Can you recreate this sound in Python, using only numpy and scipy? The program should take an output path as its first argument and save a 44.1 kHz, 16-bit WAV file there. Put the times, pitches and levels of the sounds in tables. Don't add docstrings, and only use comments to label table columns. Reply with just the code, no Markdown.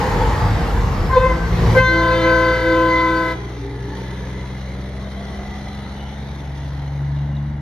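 import sys
import numpy as np
from scipy import signal
from scipy.fft import rfft, irfft, next_fast_len
from scipy.io import wavfile
from scipy.ndimage import uniform_filter1d, map_coordinates

SR = 44100
rng = np.random.default_rng(int(sys.argv[2]) if len(sys.argv) > 2 else 0)


def persist_wave(psi):
    counts = np.round(np.clip(psi, -1, 1) * 32767).astype(np.int16)
    wavfile.write(sys.argv[1], SR, np.atleast_2d(counts).T)


N = 335601

# start/s, end/s, attack of the high trumpet/s, release/s (doubled for the low one),
# level/dB, sag/dB per s, brassy edge/dB, low trumpet/dB, lag of the low trumpet/s, flutter/rad, sharp by/Hz
BLAST_PULL = (1.738, 3.325, 0.019, 0.023, 0, 4, -38.5, 0.5, 0.12, 0.16, 0)

HORN_HZ = 515.1
SPEAK_S = 0.0052
LOW_RISE_S = 0.22
BRASSIEST_S, BRASSY_HALF_S, BRASSY_DB = 2.27, 0.092, 2.5
EASE_S, EASE_DB_PER_S = 3.19, 15


def amp(db):
    return 10 ** (np.asarray(db) / 20)


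def unit(x):
    return x / np.sqrt(np.mean(x ** 2) + 1e-20)


def along(points, hz):
    f, v = np.transpose(points)
    return np.interp(np.log(hz + 1), np.log(f + 1), v)


def clock():
    return np.arange(N) / SR


def curves(rows):
    s, *cols = np.transpose(rows)
    return [np.interp(clock(), s, c) for c in cols]


def gate(rows, fade):
    opening = np.clip((clock() - rows[0][0]) / fade + 1, 0, 1)
    closing = np.clip((rows[-1][0] - clock()) / fade + 1, 0, 1)
    return opening * closing


def wobble(rate):
    knots = rng.standard_normal(int(N * rate / SR) + 4)
    return map_coordinates(knots, [clock() * rate])


def turns(hz):
    return 2 * np.pi * np.cumsum(hz) / SR


def tone(phase):
    return np.sqrt(2) * np.sin(phase + rng.uniform(0, 2 * np.pi))


def bell(x, half):
    return np.exp(-(x / half) ** 2 / 2)


def swell(s, half, db):
    return amp(db * bell(clock() - s, half))


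def envelope(start, end, attack, release):
    t = clock()
    rise = 1 - np.exp(-np.maximum(t - start, 0) / attack)
    return rise * np.exp(-np.maximum(t - end, 0) / release)


def filtered(x, response):
    m = next_fast_len(N + SR // 2)
    return irfft(rfft(x, m) * response(np.fft.rfftfreq(m, 1 / SR)), m)[..., :N]


def rush(spectrum, patchy_db, lead_us):
    # f/Hz, likeness of left and right (1 same, -1 opposite)
    alike = [(60, 0.95), (150, 0.96), (370, 0.94), (900, 0.64), (2230, 0.37), (5490, 0.67), (9800, -0.32),
             (13600, -0.7)]
    z = signal.stft(rng.standard_normal((2, N)), nperseg=1024)[2]
    field = uniform_filter1d(rng.standard_normal(z.shape[1:]), 4, 0)
    field = uniform_filter1d(field, 12, 1)
    pair = signal.istft(z * amp(patchy_db * unit(field)), nperseg=1024)[1][:, :N]

    def mid_side(hz):
        angle = np.arccos(np.clip(along(alike, hz), -1, 1)) / 2
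        return amp(along(spectrum, hz)) * [np.cos(angle), np.sin(angle)]

    def lead(hz):
        return np.exp(np.outer([1j, -1j], np.pi * hz * lead_us / 10 ** 6))

    mid, side = filtered(pair, mid_side)
    return unit(filtered(np.array([mid + side, mid - side]), lead))


def near_trailer():
    # t/s, rumble level/dB, tyre roar level/dB
    near = [(0, -18.5, -27), (.5, -19, -30), (1.05, -18.5, -32.5), (1.42, -26, -35), (1.6, -19, -31.5),
            (1.78, -16.5, -28), (1.83, -30, -41.5), (2.3, -43, -40), (3.2, -49, -51)]
    # f/Hz, density/dB per Hz
    rumble_colour = [(24, -39), (34, -26), (43, -10.5), (60, 1), (100, -5), (160, -7.5), (240, -17.5),
                     (400, -51), (900, -76.5)]
    tyre_colour = [(120, -13.5), (250, 2), (480, .5), (620, -3.5), (870, 0.5), (1100, 0), (1500, -7),
                   (1900, -8.5), (2600, -25.5), (4500, -24), (9000, -70)]
    hiss_colour = [(800, -15.5), (2000, 8), (2700, 1.5), (4000, -2), (5500, -4.5), (7000, -9),
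                   (9500, -18.5), (12000, -12.5), (14000, -27)]
    # t/s, level/dB
    joints = [(0.423, -4.5), (0.481, -6), (1.62, -10), (1.691, -9.5)]
    # f/Hz, level/dB, t60/s
    tyre_modes = [(81, -6.5, 0.28), (106.5, -3.5, 0.32), (172, -14, 0.15)]
    rumble_db, roar_db = curves(near)
    rumble = amp(rumble_db - 1.5) * rush(rumble_colour, patchy_db=-1.0, lead_us=5)
    boom = amp(rumble_db - 3.5 + 1.95 * wobble(9.95)) * tone(turns(47 + 4 * wobble(20)))
    roar = amp(roar_db + 5.5) * rush(tyre_colour, patchy_db=2, lead_us=10)
    hiss = amp(roar_db - 5.5 + 0.5 * clock()) * rush(hiss_colour, patchy_db=2.5, lead_us=27)
    tread = amp(roar_db - 4.0 + 3.9 * wobble(14.0)) * tone(turns(478 + 20 * wobble(45)))
    thumps = np.zeros(N)
    t = np.arange(SR // 2) / SR
    for s, db in joints:
        ring = sum(amp(db + level - 60 * t / t60) * np.sin(2 * np.pi * hz * t)
                   for hz, level, t60 in tyre_modes)
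        thumps[round(s * SR):][:len(t)] += ring * (1 - np.exp(-t / 0.013))
    return (rumble + boom + roar + hiss + tread) * gate(near, fade=0.31) + thumps


def whine(s, half, hz, glide, width_hz, db):
    t = clock() - s
    phase = turns(hz + glide * t)
    band = wobble(width_hz) * np.cos(phase) + wobble(width_hz) * np.sin(phase)
    return amp(db + 1.8 * wobble(14)) * bell(t, half) * band


def whines():
    whine_rows = [(0.106, 0.45, 875, -43.5, 159.8, -27.5), (3.801, 0.37, 401, -1.5, 29, -37.5),
                  (3.952, 0.35, 892, 140, 71, -44), (3.983, 0.11, 1816, 97.5, 220, -46),
                  (4.398, 0.53, 2033, 59, 107, -48), (5.503, 0.64, 729, 190, 85, -42.5),
                  (5.506, 0.5, 1195, 278, 150, -50), (5.497, 0.28, 1994, 0.5, 120, -46),
                  (6.03, 0.091, 2980, 1, 220, -51), (3.505, 0.14, 2035, 0, 80, -47.5),
                  (3.95, 0.47, 282.6, -8, 12.8, -41), (4.148, 0.31, 1717, 2, 93, -47.5),
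                  (5.3, .22, 378, 3, 15.7, -44), (6.68, 0.15, 1915, 0.5, 174, -51),
                  (7.2, 0.2, 1984, -0.5, 94, -55), (7.3, .25, 2850, -1, 180, -60)]
    return sum(whine(*row) for row in whine_rows)


def exhaust(firing, firing_hz):
    # t/s, level/dB
    exhaust_levels = [(1.3, -26.5), (1.72, -18.5), (1.88, -26), (2.3, -25.5), (3.3, -33), (4.6, -31.5),
                      (5.85, -34.5), (7.15, -29), (7.6, -33)]
    firing_tones_db = [1, -2, -4, -15]
    # f/Hz, half width/Hz, gain/dB
    exhaust_colour = [(112.2, .5, -8), (114, .6, 4), (124.5, 1.8, 3), (134, 2, -3), (142.5, 2.6, 9),
                      (177.5, 1.2, -8), (186, .9, -12), (201, 3, 3), (210.3, 1.8, -18), (261, 12, -10)]
    # crankshaft order, relative level/dB
    crank = [(4, -47.5), (5, -45.5), (7, -46), (8, -49), (10, -59.5), (11, -60.5), (13, -51.5)]
    smear_radians = 0.697
    level_db, = curves(exhaust_levels)

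    def colour(f):
        return sum(db * bell(f - hz, half) for hz, half, db in exhaust_colour)

    note = np.zeros(N)
    for k, db in enumerate(firing_tones_db, 1):
        tone_db = level_db + db + colour(k * firing_hz) + 0.74 * wobble(13) + 1.0 * wobble(55)
        note += amp(tone_db) * np.sqrt(2) * np.cos(k * firing - smear_radians * k * k)
    uneven = sum(amp(db + 3 * wobble(5)) * tone(order * firing / 3) for order, db in crank)
    return (note + amp(-1.5) * uneven) * gate(exhaust_levels, fade=0.43) * amp([[.25], [-.25]])


def far_truck():
    # t/s, firing rate f/Hz
    firing_rate = [(1.3, 56), (2.3, 58.3), (4.7, 64.7), (5.5, 67.2), (7, 70.4), (7.6, 72.3)]
    # t/s, level/dB
    far = [(1.6, -39), (3.5, -41.5), (3.75, -43.5), (3.98, -40.5), (4.95, -42.5), (5.3, -41), (6.1, -42),
           (7.55, -44.5)]
    # f/Hz, density/dB per Hz
    roar_colour = [(26, -30), (37, -4.5), (48, 7), (110, 3.5), (220, 3), (400, 5), (650, -4), (900, -3),
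                   (1200, -8), (1600, -9), (2000, -7.5), (2600, -26), (5000, -68)]
    clatter_colour = [(900, -26), (1750, -11), (2030, 7), (2600, -4), (3200, 3.5), (4000, 3), (4900, -7.5),
                      (6200, -3.5), (7500, -23), (10000, -15), (12500, -22), (14000, -44.5)]
    # t/s, share of the dulled roar
    bounce = [(3.5, 0.4), (4.1, 0.28), (6.6, 0.51), (7.6, 0.69)]
    clatter_mean_db, clatter_swing = -45.5, 1.6
    screened_s, screen_db_per_s = 6.66, 6
    abeam_s, pass_s = 3.22, 1
    far_ms, abeam_ms = 1.116, 2.72

    firing_hz, = curves(firing_rate)
    firing = turns(firing_hz * (1 + .0015 * wobble(20)))
    beat = np.cos(firing)
    roar_db, = curves(far)
    roar = amp(roar_db + 7) * unit(rush(roar_colour, patchy_db=1.0, lead_us=31) * amp(1.8 * beat))
    clatter_db = clatter_mean_db + clatter_swing * (roar_db - np.mean(far, axis=0)[1])
    clatter_db = clatter_db - screen_db_per_s * np.maximum(clock() - screened_s, 0)
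    pulse = amp(0.96 * beat + 1.2 * wobble(130))
    clatter = amp(clatter_db) * unit(rush(clatter_colour, patchy_db=2.3, lead_us=39) * pulse)
    share, = curves(bounce)
    delay_ms = far_ms + (abeam_ms - far_ms) / (1 + ((clock() - abeam_s) / pass_s) ** 2)
    late = clock() - delay_ms / 1000
    dull = filtered(roar, lambda hz: 1 / (1 + (hz / 1000) ** 4))
    mirrored = share * np.array([np.interp(late, clock(), side) for side in dull])
    return (roar + clatter + mirrored) * gate(far, fade=0.26) + exhaust(firing, firing_hz)


def reeds(pull):
    # t/s, half length/s, shift/Hz
    scoops = [(1.178, .012, -7), (1.215, .012, -5), (1.32, .025, -6)]
    sink_hz_per_s, sharp_hz, settle_s = 4.8, 4.5, .06
    low_ratio = .6421
    age = np.maximum(clock() - pull[0], 0)
    hz = HORN_HZ + pull[-1] - sink_hz_per_s * age + sharp_hz * np.exp(-age / settle_s)
    hz = hz + sum(dip * bell(clock() - s, half) for s, half, dip in scoops)
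    high = turns(hz * (1 + 0.000682 * wobble(60)))
    return high, low_ratio * high + 0.19 * wobble(50)


def mirrored_gain(hz):
    # share, delay in mid-blast/ms, drift/ms per s
    mirrors = [(.584, 1.376, 1.297), (.26, 6.958, -3.782), (.516, 8.16, 1.412), (.527, 8.368, .769),
               (.496, 9.666, 1.241), (.601, 25.771, -.522)]
    t = clock() - 2.5
    reflections = sum(share * np.exp(-2j * np.pi * hz * (ms + drift * t) / 1000)
                      for share, ms, drift in mirrors)
    return np.abs(1 + reflections)


def flares():
    # t/s, half length/s, gain/dB
    flare_rows = [(1.177, 0.01, 8), (1.198, 0.013, -4.5), (1.264, 0.029, 3.5), (1.285, 0.0076, -7),
                  (2.22, 0.018, -3.5), (2.608, 0.039, -4.5)]
    return np.prod([swell(*row) for row in flare_rows], axis=0)


def partial_flares(k):
    # t/s, half length/s, multiple, gain/dB
    single_flares = [(1.147, .014, 1, -3), (1.181, .012, 1, 2), (1.27, .015, 1, 1), (2.2, 0.029, 2, -9),
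                     (2.57, .015, 2, -10), (1.144, .014, 3, 6), (1.176, 0.011, 3, -15),
                     (1.45, 0.044, 3, 17), (1.177, .015, 4, -7), (1.303, 0.027, 4, 8),
                     (2.18, .025, 4, -10.5), (2.54, 0.068, 4, -2), (2.666, .02, 4, -4),
                     (2.676, .03, 4, 5.5), (2.785, 0.017, 4, -17), (3.15, 0.016, 4, -12),
                     (1.167, .015, 5, 6), (1.25, 0.037, 5, 14), (1.8, 0.014, 5, 11), (1.82, .025, 6, 9.5),
                     (2.02, 0.043, 6, 6), (2.25, 0.043, 6, 3), (2.55, 0.068, 6, 4.5), (1.897, .05, 8, 6.5),
                     (1.89, .04, 9, -3), (2.48, 0.033, 9, 12)]
    return np.prod([swell(s, half, db) for s, half, multiple, db in single_flares
                    if round(multiple) == k], axis=0)


def high_trumpet(pull, high, low, in_open):
    # level/dB, extra sag/dB per s, surge at the start of the blast/dB,
    # level from behind the trailer/dB, lag in the toot/s
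    partials = [(-18, 2, 12, 0, 0.023), (-17, 3.2, -14, -2, 0), (-23, 0, 6, -5.5, 0.0053),
                (-32, -2, 11.5, -4, 0.0029)]
    # t/s, level/dB
    third_partial = [(1.79, 5), (1.89, 6.5), (1.98, 3), (2.05, 5.5), (2.2, -9.5), (2.28, 3), (2.34, 8.5),
                     (2.44, 1.5), (2.6, 2), (2.72, 4.5), (2.88, 0), (3, -2.5), (3.13, 4), (3.3, -2.5)]
    # f/Hz, relative level/dB
    high_tones = [(2560, -8), (3070, -2), (3580, -3), (4100, -7), (4600, -6), (5100, -25), (5600, -22.5),
                  (6150, -13.5)]
    surge_at_s, surge_s = 0.037, 0.014
    start, end, attack, release, level_db, sag, edge_db, _, lag, flutter, _ = pull
    age = np.maximum(clock() - start, 0)

    def speak(delay):
        return envelope(start + delay, end, attack, release)

    body = np.zeros(N)
    for step, (db, extra_sag, surge_db, screened_db, screened_lag) in enumerate(partials):
        k = step + 1
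        if in_open:
            fading = amp(curves(third_partial)[0]) if k == 3 else mirrored_gain(k * 512) ** 0.94
            surge = swell(start + surge_at_s + step * SPEAK_S, surge_s, surge_db)
            path = fading * speak(step * SPEAK_S) * surge
        else:
            path = amp(screened_db) * speak(screened_lag)
        level = amp(db - extra_sag * age + 0.62 * k * wobble(16))
        body += level * path * partial_flares(k) * tone(k * high + flutter * wobble(55))

    shake = .6 * envelope(start + lag, end, LOW_RISE_S, release) * np.sin(low)
    jitter = .022 * wobble(400)
    edge = np.zeros(N)
    for k in range(5, 13):
        level = amp(edge_db + along(high_tones, k * HORN_HZ) + 4.4 * wobble(22.03))
        phase = k * (high + jitter) + shake + (flutter + .12) * wobble(70)
        edge += level * partial_flares(k) * tone(phase)
    edge = edge * speak(len(partials) * SPEAK_S) * swell(BRASSIEST_S, BRASSY_HALF_S, BRASSY_DB)
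    eased = amp(-EASE_DB_PER_S * np.maximum(clock() - EASE_S, 0))
    return amp(level_db - sag * age) * (body * flares() + edge) * eased


def low_trumpet(pull, high, low, in_open):
    # t/s, relative level/dB
    low_root = [(1.9, 5.5), (1.98, 5.5), (2.12, -8.5), (2.23, 3), (2.32, -3), (2.5, -6), (2.58, -14.5),
                (2.65, 0.5), (2.74, 2.5), (2.98, -2), (3.12, 1), (3.3, -5.5)]
    # multiple, relative level/dB
    low_tones = [(2, -2), (3, -3.5), (4, -5), (5, -9.5), (6, -13.5), (7, -19), (8, -33), (9, -23.5),
                 (11, -18), (12, -39), (14, -22)]
    # high multiple, low multiple, relative level/dB
    sum_tones = [(1, 1, -14.5), (1, 2, -51), (1, 3, -19), (2, -1, -25), (2, 1, -10.5), (2, 2, -12.5),
                 (2, 3, -6.5), (2, 4, -18.5), (3, 1, -40.5), (4, 3, -23), (4, 5, -19.5), (6, 3, -22)]
    root_db, edge_db, edge_rise_s = -18.5, -26.5, 0.094
    start, end, _, release, level_db, sag, _, low_db, lag, *_ = pull
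    age = np.maximum(clock() - start, 0)

    def partial(phase, db):
        return amp(db + 2.2 * wobble(8.32)) * tone(phase + 0.066 * wobble(90))

    root = amp(root_db + (curves(low_root)[0] if in_open else 0)) * tone(low)
    root = root * flares() * amp(-EASE_DB_PER_S * np.maximum(clock() - EASE_S, 0))
    root = root * envelope(start + lag, end, LOW_RISE_S, 2 * release)
    edge = sum(partial(round(k) * low, db) for k, db in low_tones)
    mixed = sum(partial(round(j) * high + round(k) * low, db) for j, k, db in sum_tones)
    bright = amp(edge_db) * envelope(start + lag, end, edge_rise_s, 2 * release) ** 2
    bright = bright * swell(BRASSIEST_S, BRASSY_HALF_S, BRASSY_DB)
    return amp(level_db + low_db - sag * age) * (root + bright * (edge + mixed))


def horn():
    toot_pull = (1.093, 1.32, 0.064, 0.14, 10.5, 69, -43.5, 2, .15, 0.35, 4.5)
    sound = np.zeros(N)
    for pull, in_open in (toot_pull, False), (BLAST_PULL, True):
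        high, low = reeds(pull)
        sound += high_trumpet(pull, high, low, in_open) + low_trumpet(pull, high, low, in_open)
    high, low = reeds(toot_pull)
    glance = high_trumpet(toot_pull, .972 * high, low, False)
    return sound + amp(-10) * glance


def yard(x):
    # f/Hz, t60/s
    decay = [(200, 0.6), (1000, 0.72), (4000, 0.97), (10000, 0.14)]
    hz, t, z = signal.stft(rng.standard_normal((2, SR)), SR, nperseg=256)
    tail = signal.istft(z * amp(-60 * t / along(decay, hz)[:, None]), SR, nperseg=256)[1]
    late = np.pad(x, (900, 0))
    return signal.fftconvolve(late[None], tail / np.linalg.norm(tail[0]), axes=1)[:, :N]


def horn_air():
    # f/Hz, density/dB per Hz
    air_colour = [(300, -10), (900, 0), (2000, 3), (2700, -5), (4000, 5), (7000, -6), (9500, -14),
                  (12500, -9.5), (14000, -23.5)]
    air = rush(air_colour, patchy_db=1.5, lead_us=35)
    start, end, attack, release, *_ = BLAST_PULL
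    return amp(-43.5) * air * envelope(start, end, attack, release)


def squeaks():
    # t/s, f/Hz, level/dB
    squeak_rows = [(7.175, 2900, -52), (7.2, 3800, -52), (7.342, 2850, -54), (7.369, 3830, -44.5)]
    half_s = 0.0032
    return sum(amp(db) * bell(clock() - s, half_s) * tone(2 * np.pi * hz * clock() + .5 * wobble(250))
               for s, hz, db in squeak_rows)


def scene():
    # f/Hz, left over right/dB, phase by which left leads/rad
    horn_ports = np.array([(330, .4, 0), (512, .1, .2), (657, 4, .1), (1330, 3.3, .1), (1540, 4.8, -.8),
                           (1850, 2, 0), (2050, -3.3, 1.1), (2560, 3.8, 1), (3600, .2, .8),
                           (4620, -1.4, .8), (9000, 0, 1.6)])

    def ports(hz):
        log_gain = np.log(amp(along(horn_ports[:, :2], hz)))
        phase = along(horn_ports[:, ::2], hz)
        return np.exp(np.outer([.5, -.5], log_gain + 1j * phase))

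    traffic = near_trailer() + whines() + far_truck() + squeaks()
    call = horn()
    heard = filtered(call, ports) + amp(-19.0) * yard(call) + horn_air()
    return heard + traffic * amp([[.2], [-.2]])


def record(dry):
    held = dry / (1 + np.abs(dry / .95) ** 8) ** (1 / 8)
    return filtered(held, lambda hz: hz < 14150)


dry = scene()
out = record(dry)
persist_wave(out)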